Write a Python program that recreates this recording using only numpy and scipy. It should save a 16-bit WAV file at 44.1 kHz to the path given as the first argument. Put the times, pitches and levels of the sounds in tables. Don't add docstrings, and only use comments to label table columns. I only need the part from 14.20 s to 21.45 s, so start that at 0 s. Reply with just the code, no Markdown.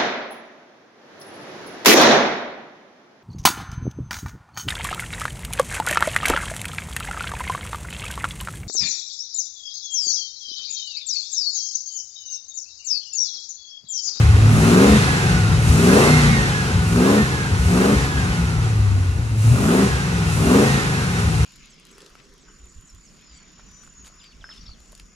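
import sys
import numpy as np
from scipy import signal
from scipy.fft import rfft, irfft, next_fast_len
from scipy.io import wavfile
from scipy.ndimage import uniform_filter1d, minimum_filter1d, map_coordinates

SR = 44100
rng = np.random.default_rng(int(sys.argv[2]) if len(sys.argv) > 2 else 0)


def digitize_waveform(pressure):
    field = np.atleast_2d(pressure).T
    bounded = np.clip(field, -1, 1)
    quanta = np.round(bounded * 32767).astype(np.int16)
    wavfile.write(sys.argv[1], SR, quanta)


N = 319725
TIME_S = np.arange(N) / SR
CYLINDERS, REV_HZ = 8, 200

# (opens [s], shut [s], full push [firings/s^2], hiss starts [s], hiss [dB],
#                  load starts [s], load cut [s], bark [dB])
BLIPS = [(0.081, 0.812, 347, 0.26, -30.2, 0.10, 0.79, 1.4),
         (1.404, 1.985, 509, 1.39, -28.3, 1.42, 1.945, 1.5),
         (2.651, 3.053, 391, 2.59, -34.6, 2.69, 3.04, -1.3),
         (3.373, 3.832, 327, 3.35, -34.4, 3.47, 3.78, -2.2),
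         (5.154, 5.702, 473, 5.145, -32.6, 5.2, 5.69, -.6),
         (6.13, 6.542, 485, 6.035, -31.8, 6.15, 6.505, 1)]
# (load [0-1], firing note [dB], bark [dB], burble [dB],
#                        coasting change [dB], drone change [dB])
LOAD = [(0, -42.5, -36.5, -26.5, 1.5, 2), (.15, -23.5, -26, -21, 2, 0.5), (.35, -17, -23.5, -29, 4.5, 5),
        (.55, -18, -19.5, -26.5, -1.5, -6), (1, -20, -16.5, -38, 1, -12)]
# (time [s], level [dB])
TAIL_LEVEL = [(0, 2.5), (.5, 2.5), (1.1, 2), (1.6, 1), (2.1, 0), (3.1, -3), (4.3, -2.5), (4.75, -2),
              (5.3, -3), (6.3, -1), (7.25, -1)]


def amp(db):
    return 10 ** (np.asarray(db) / 20)


def unit(x):
    return x / np.sqrt(np.mean(x ** 2) + 1e-20)


def along(points, hz):
    f, v = np.transpose(points)
    return np.interp(np.log(hz + 1), np.log(f + 1), v)


def lookup(rows, x=TIME_S):
    key, *cols = np.transpose(rows)
    return [np.interp(x, key, c) for c in cols]


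def wobble(rate_hz):
    coarse = np.arange(0, N, 64)
    knots = rng.standard_normal(4096)
    return np.interp(np.arange(N), coarse, map_coordinates(knots, [coarse * rate_hz / SR], mode="wrap"))


def filtered(x, response):
    size = next_fast_len(N + SR // 4)
    return irfft(rfft(x, size) * response(np.fft.rfftfreq(size, 1 / SR)), size)[..., :N]


def coloured(x, spectrum):
    return unit(filtered(x, lambda hz: amp(along(spectrum, hz))))


def resonate(x, modes):
    return filtered(x, lambda hz: amp(sum(db / (1 + (2 * (hz - centre) / width) ** 2)
                                          for centre, width, db in modes)))


def rush(spectrum, gate):
    coherence = [(130, .995), (300, .92), (620, .42), (900, .7), (1800, .75), (2600, .35), (7500, .3),
                 (10000, .7), (10600, .88)]

    def mid_side(hz):
        angle = np.arccos(np.clip(along(coherence, hz), 0, 1)) / 2
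        return np.array([np.cos(angle), np.sin(angle)])

    mid, side = filtered(rng.standard_normal((2, N)) * gate, mid_side)
    return coloured(np.array([mid + side, mid - side]), spectrum)


def harmonics(cycle, orders, waver_db, drift_rad):
    return sum(amp(db + waver_db * wobble(18)) * np.sqrt(2)
               * np.sin(2 * np.pi * (order * cycle + rng.random()) + drift_rad * wobble(15))
               for order, db in orders)


def puffs(cycle, decay_firings, scatter_db):
    near_bank = np.array([1, 0, 1, 0, 0, 1, 0, 1])
    firing = cycle * CYLINDERS
    index = firing.astype(int)
    size_db = 4 * near_bank[index % CYLINDERS] + scatter_db * rng.standard_normal(N)[index]
    return unit(amp(size_db) * np.exp(-(firing % 1) / decay_firings))


def crankshaft(start_hz=150.3, idle_hz=34.9, drag_per_s=.64, release_s=.197):
    push = sum(np.interp(TIME_S, [opens, shut - release_s, shut], [0, full, 0])
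               for opens, shut, full, *_ in BLIPS)
    fade = np.exp(-drag_per_s * TIME_S)
    return idle_hz + fade * (start_hz - idle_hz + np.cumsum(push / fade) / SR)


def revs_db(firing_hz):
    return 20 * np.log10(firing_hz / REV_HZ)


def loads(ease_s=.1, eased_to=.46, cut_s=.055):
    return np.array([np.interp(TIME_S, [start, cut - cut_s - ease_s, cut - cut_s, cut],
                               [0, 1, eased_to, 0]) for *_, start, cut, _ in BLIPS])


def off_axis(x):
    tilt = [(100, 1.9), (350, 0.5), (650, 4.5), (950, 1.5), (1200, -1.5), (1800, -3), (6000, 3.5),
            (9000, -0.5)]
    lead = [(40, 0), (300, .2), (680, 1.3), (1100, 1.2), (1450, 1.9), (1650, 2.75), (1950, 3.1),
            (2300, 3.4), (2600, 5.9), (3500, 7.2), (4100, 6.9), (4600, 9.1), (5100, 9.4), (5500, 12),
            (6300, 12), (7000, 13.6), (8100, 15.6), (10500, 12.6)]
    sides = np.array([[.5], [-.5]])
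    return filtered(x, lambda hz: amp(sides * along(tilt, hz)) * np.exp(1j * sides * along(lead, hz)))


def shop_front(x, delay_s=.03):
    decay = [(150, 0.99), (1500, 0.18), (9000, 0.021)]  # (frequency [Hz], t60 [s])
    hz, t, noise = signal.stft(rng.standard_normal((2, SR // 2)), SR, nperseg=256)
    tail = signal.istft(noise * amp(-60 * t / along(decay, hz)[:, None]), SR, nperseg=256)[1]
    delayed = np.pad(x, ((0, 0), (int(delay_s * SR), 0)))
    return signal.fftconvolve(delayed, tail / np.linalg.norm(tail[0]), axes=1)[:, :N]


def bodywork(x, paths, delays_s=(.002, .016), drift_s=.00004, echo_db=-19):
    out = x.copy()
    for path in range(paths):
        delay_s = rng.uniform(*delays_s) + drift_s * wobble(.52)
        for side in range(len(x)):
            polarity = rng.choice([-1, 1]) ** (path % 2)
            out[side] += polarity * amp(echo_db) * np.interp(TIME_S - delay_s, TIME_S, x[side], left=0)
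    return out / np.sqrt(1 + paths * amp(echo_db) ** 2)


def swells_and_squeal(cycle):
    tones = [(1.18, .06, -36, 68.4), (2.135, .04, -31, 77.8), (2.64, .06, -41, 68.4)]  # (time [s], half-width [s], level [dB], order)
    flutter_rad = .8 * wobble(28) + .5 * wobble(150)
    return np.sqrt(2) * sum(amp(db) * np.exp(-((TIME_S - at_s) / width_s) ** 2)
                            * np.sin(2 * np.pi * order * cycle + flutter_rad)
                            for at_s, width_s, db, order in tones)


def whine(firing_hz, cycle, order=68.4, growth=4.3, right_db=1.6):
    partials = [(1, 0, 1.7, .18), (2, -15.5, 3.5, 1.1)]  # (harmonic, level [dB], flutter [dB], wander per port [rad])
    pulleys = [(40, -14), (63, -14), (120, -20)]  # (order, level against the whine [dB])
    level = [(0, -32), (.9, -30.5), (1.6, -32.5), (3, -31.5), (3.5, -34), (4.1, -32.5), (4.7, -36),
             (5.6, -36.5), (7.25, -34.5)]
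    phase = 2 * np.pi * order * cycle + wobble(18) + .5 * wobble(90)
    roughness = amp(2 * wobble(120))
    tone = sum(amp(db + flutter_db * wobble(16))
               * np.sin(k * phase + wander_rad * np.array([wobble(20), wobble(20)]))
               for k, db, flutter_db, wander_rad in partials)
    sound = np.sqrt(2) * roughness * tone + harmonics(cycle, pulleys, waver_db=2.5, drift_rad=.9)
    gain = amp(lookup(level)[0] + growth * revs_db(firing_hz))
    pan = amp(right_db * np.array([[-.5], [.5]]))
    return bodywork(gain * pan * sound, paths=5)


def fan(firing_hz, cycle, growth=2.08):
    spectrum = [(60, -27), (200, 0.5), (410, 10), (600, -2.5), (800, 2), (1400, 4.5), (2250, 0.5),
                (2800, -5), (3400, -4.5), (4150, -5.5), (4800, -6), (6500, -7), (8300, -8.5), (10000, -13),
                (12000, -25), (15000, -31)]
    level = [(0, -21), (.8, -22.5), (1.5, -22.5), (2.1, -24.5), (2.8, -27), (3.8, -27.5), (4.9, -28),
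             (5.4, -26.5), (6.5, -25.5), (7.25, -25.5)]
    chatter = 1 + .12 * puffs(cycle, decay_firings=.4, scatter_db=3)
    gain = amp(lookup(level)[0] + growth * revs_db(firing_hz) + .64 * wobble(13))
    return gain * rush(spectrum, chatter)


def intake(firing_hz, cycle, attack_s=.1, release_s=.25, linger_s=.088, growth=.67):
    spectrum = [(1500, 0.5), (2200, 3), (2680, 2.5), (3100, -3.5), (5000, -2), (7500, 2.5), (9700, 0.5),
                (10800, -6), (12000, -12.5), (15000, -16)]
    bonnet_hiss = [(0, -53), (5.2, -47.5), (6.2, -48), (7.25, -37.5)]
    throttle = sum(amp(db) * np.clip((TIME_S - start) / attack_s, 0, 1)
                   * np.clip((shut + linger_s - TIME_S) / release_s, 0, 1)
                   for _, shut, _, start, db, *_ in BLIPS)
    gulps = 1 + .18 * puffs(cycle, decay_firings=.6, scatter_db=2.5)
    gain = throttle * amp(growth * revs_db(firing_hz)) + amp(lookup(bonnet_hiss)[0])
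    return gain * rush(spectrum, gulps)


def engine_bay(firing_hz, cycle):
    cavities = [(398, 22, 2), (548, 14, 9), (716, 20, 5), (755, 25, 5), (840, 45, 5), (1510, 90, 2.5),
                (1780, 90, 3), (1975, 60, 3.5), (2108, 60, 3.5), (2590, 100, 5), (2790, 110, 5),
                (3090, 80, 3), (3800, 250, 2), (4155, 90, 3.5), (4800, 200, 2), (5650, 150, 2)]
    air = fan(firing_hz, cycle) + intake(firing_hz, cycle)
    return resonate(bodywork(air, paths=8), cavities)


def thumps(t60_s=.13, attack_s=.024, gain_db=1):
    charges = [(0.032, 4.5, 69.6), (0.074, 7, 79), (0.134, 4, 80), (0.783, 0, 102), (1.142, -2, 68),
               (1.323, -4, 87), (1.487, 5.5, 75), (2.526, 3.5, 92), (2.576, -1, 74), (3.018, -11, 80),
               (3.318, 2.5, 94.5), (3.389, 1, 67), (3.453, 4, 88), (3.757, -4, 70.4), (4.025, -3, 91.5),
               (4.085, -6, 56), (4.217, -4, 68), (4.365, -4, 58), (4.585, -3, 66), (4.678, -5, 70),
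               (5.7, -6, 66), (7.048, -1, 76.6), (7.19, -1, 66)]
    out, t = np.zeros(N + SR), np.arange(SR // 4) / SR
    push = amp(-60 * t / t60_s) * (1 - np.exp(-t / attack_s))
    for at_s, db, ring_hz in charges:
        out[round(at_s * SR):][:len(t)] -= amp(db + gain_db) * push * np.sin(2 * np.pi * ring_hz * t)
    return out[:N]


def burble(cycle, level_db, lump_db=3.4, lump_hz=24):
    spectrum = [(20, -42), (40, -28), (62, 11), (88, -1.5), (110, -1), (150, 1.5), (290, -13.5),
                (400, -16.5), (900, -37), (3000, -120)]
    fired = np.diff(np.floor(cycle * CYLINDERS), prepend=0)
    uneven = fired * np.sign(rng.standard_normal(N)) * amp(2 * rng.standard_normal(N))
    return amp(level_db + lump_db * wobble(lump_hz)) * coloured(uneven, spectrum)


def gas_rasp(firing_hz, cycle, load, rasp_db, blare_db=-29.5, blare_growth=6.3):
    rasp_spectrum = [(25, -50), (60, -17), (130, -7.5), (190, -2), (270, -6), (315, -12.5), (400, -4.5),
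                     (490, -8.5), (640, -6.5), (900, -13), (1250, -9.5), (2000, -21), (4000, -26.5),
                     (10000, -40.5)]
    blare_spectrum = [(300, -29), (600, 0.5), (800, 3), (1250, -1), (2000, -11), (5000, -43)]  # (frequency [Hz], level [dB])
    gas = 1 + puffs(cycle, decay_firings=.9, scatter_db=1.8)
    rasp = amp(rasp_db) * rush(rasp_spectrum, gas)
    return rasp + load * amp(blare_db + blare_growth * revs_db(firing_hz)) * rush(blare_spectrum, gas)


def deep_note(firing_hz, cycle, load):
    firing = [(7, -12.5), (8, 0.5), (9, -16), (10, -13)]  # (order, level [dB])
    lope = [(2, -32), (3, -12), (4, -9.5), (5, -0.5)]  # (order, level [dB])
    pumping = [(2, -35), (3, -30), (4, -32), (7, -33), (10, -38), (13, -45), (16, -48)]  # (order, level [dB])
    # (firing rate [Hz], coasting note [dB], lope [dB], drone [dB],
    #                       loaded note change [dB])
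    pipe_response = [(106.4, -14, -33, -40, 9), (121, -31, -19, -18.5, 5), (134, -39, -38, -12.5, -16),
                     (151.2, -23.5, -24, -18.5, -19), (166.3, -24, -21.5, -30.5, -10.5),
                     (180, -27, -27.5, -25, 0), (210.8, -45, -23, -29, 2.5), (213.6, -26, -22, -36, 0.5),
                     (226, -25.5, -17, -18.5, -27), (248, -24, -19, -42, -9)]
    body_boom = (230, 12, -18)
    firing_db, _, _, coast_trim_db, drone_trim_db = lookup(LOAD, load)
    coast_db, lope_db, drone_db, firing_trim_db = lookup(pipe_response, firing_hz)
    boom_hz, width_hz, boom_db = body_boom
    firing_gain = amp(firing_db + firing_trim_db) + amp(coast_db + coast_trim_db)
    boom_gain = amp(boom_db) * (1 - load) ** 2 * np.exp(-((firing_hz - boom_hz) / width_hz) ** 2)
    note = firing_gain * harmonics(cycle, firing, waver_db=1.5, drift_rad=.055)
    note += amp(lope_db + coast_trim_db) * harmonics(cycle, lope, waver_db=2.6, drift_rad=.13)
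    note += amp(drone_db + drone_trim_db) * harmonics(cycle, [(6, 0)], waver_db=.7, drift_rad=.1)
    note += boom_gain * harmonics(cycle, [(2, 0)], waver_db=5, drift_rad=.1)
    note += (firing_hz / 190) ** 1.2 * harmonics(cycle, pumping, waver_db=3, drift_rad=.55)
    return amp(lookup(TAIL_LEVEL)[0]) * note


def exhaust(firing_hz, cycle, bark_growth=1.1):
    bark = [(7, -20), (10, -10), (11, -1.5), (13, -6), (14, -11), (15, -8.5), (16, -5.5), (18, -8),
            (19, -9), (22, -14)]
    silencer = [(25, -30), (42, -8), (56, -3), (280, -0.5), (320, -14.5), (395, 0), (460, -2.5),
                (560, -0.5)]
    pipe_modes = [(234, 8.8, 4.5), (355, 27, 5.5), (405.5, 12, 1.5), (485, 20, 3), (542, 7.8, -11)]
    blip_loads = loads()
    load = blip_loads.sum(axis=0)
    _, bark_db, burble_db, *_ = lookup(LOAD, load)
    bark_db += np.transpose(BLIPS)[-1] @ blip_loads
    bark_db += bark_growth * np.minimum(revs_db(firing_hz), 0)
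    note = deep_note(firing_hz, cycle, load)
    note += amp(bark_db) * harmonics(cycle, bark, waver_db=2, drift_rad=.16)
    muffled = filtered(note, lambda hz: amp(along(silencer, hz)))
    rasp = gas_rasp(firing_hz, cycle, load, rasp_db=bark_db - 4)
    return resonate(muffled + rasp, pipe_modes) + burble(cycle, burble_db + lookup(TAIL_LEVEL)[0])


def scene():
    firing_hz = crankshaft()
    cycle = np.cumsum(firing_hz) / SR / CYLINDERS
    pipes = exhaust(firing_hz, cycle) + thumps()
    echo = amp(-29) * shop_front(pipes)
    car = pipes + echo + engine_bay(firing_hz, cycle) + whine(firing_hz, cycle)
    return off_axis(car) + swells_and_squeal(cycle)


def record(dry):
    low_cut_hz, ceiling, top_hz = 36, .93, 15200
    dry = signal.sosfilt(signal.butter(3, low_cut_hz, "highpass", fs=SR, output="sos"), dry)
    needed = np.minimum(1, ceiling / (np.abs(dry).max(axis=0) + 1e-9))
    gain = uniform_filter1d(minimum_filter1d(needed, size=801), size=801)
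    return filtered(dry * gain, lambda hz: hz < top_hz)


dry = scene()
out = record(dry)
digitize_waveform(out)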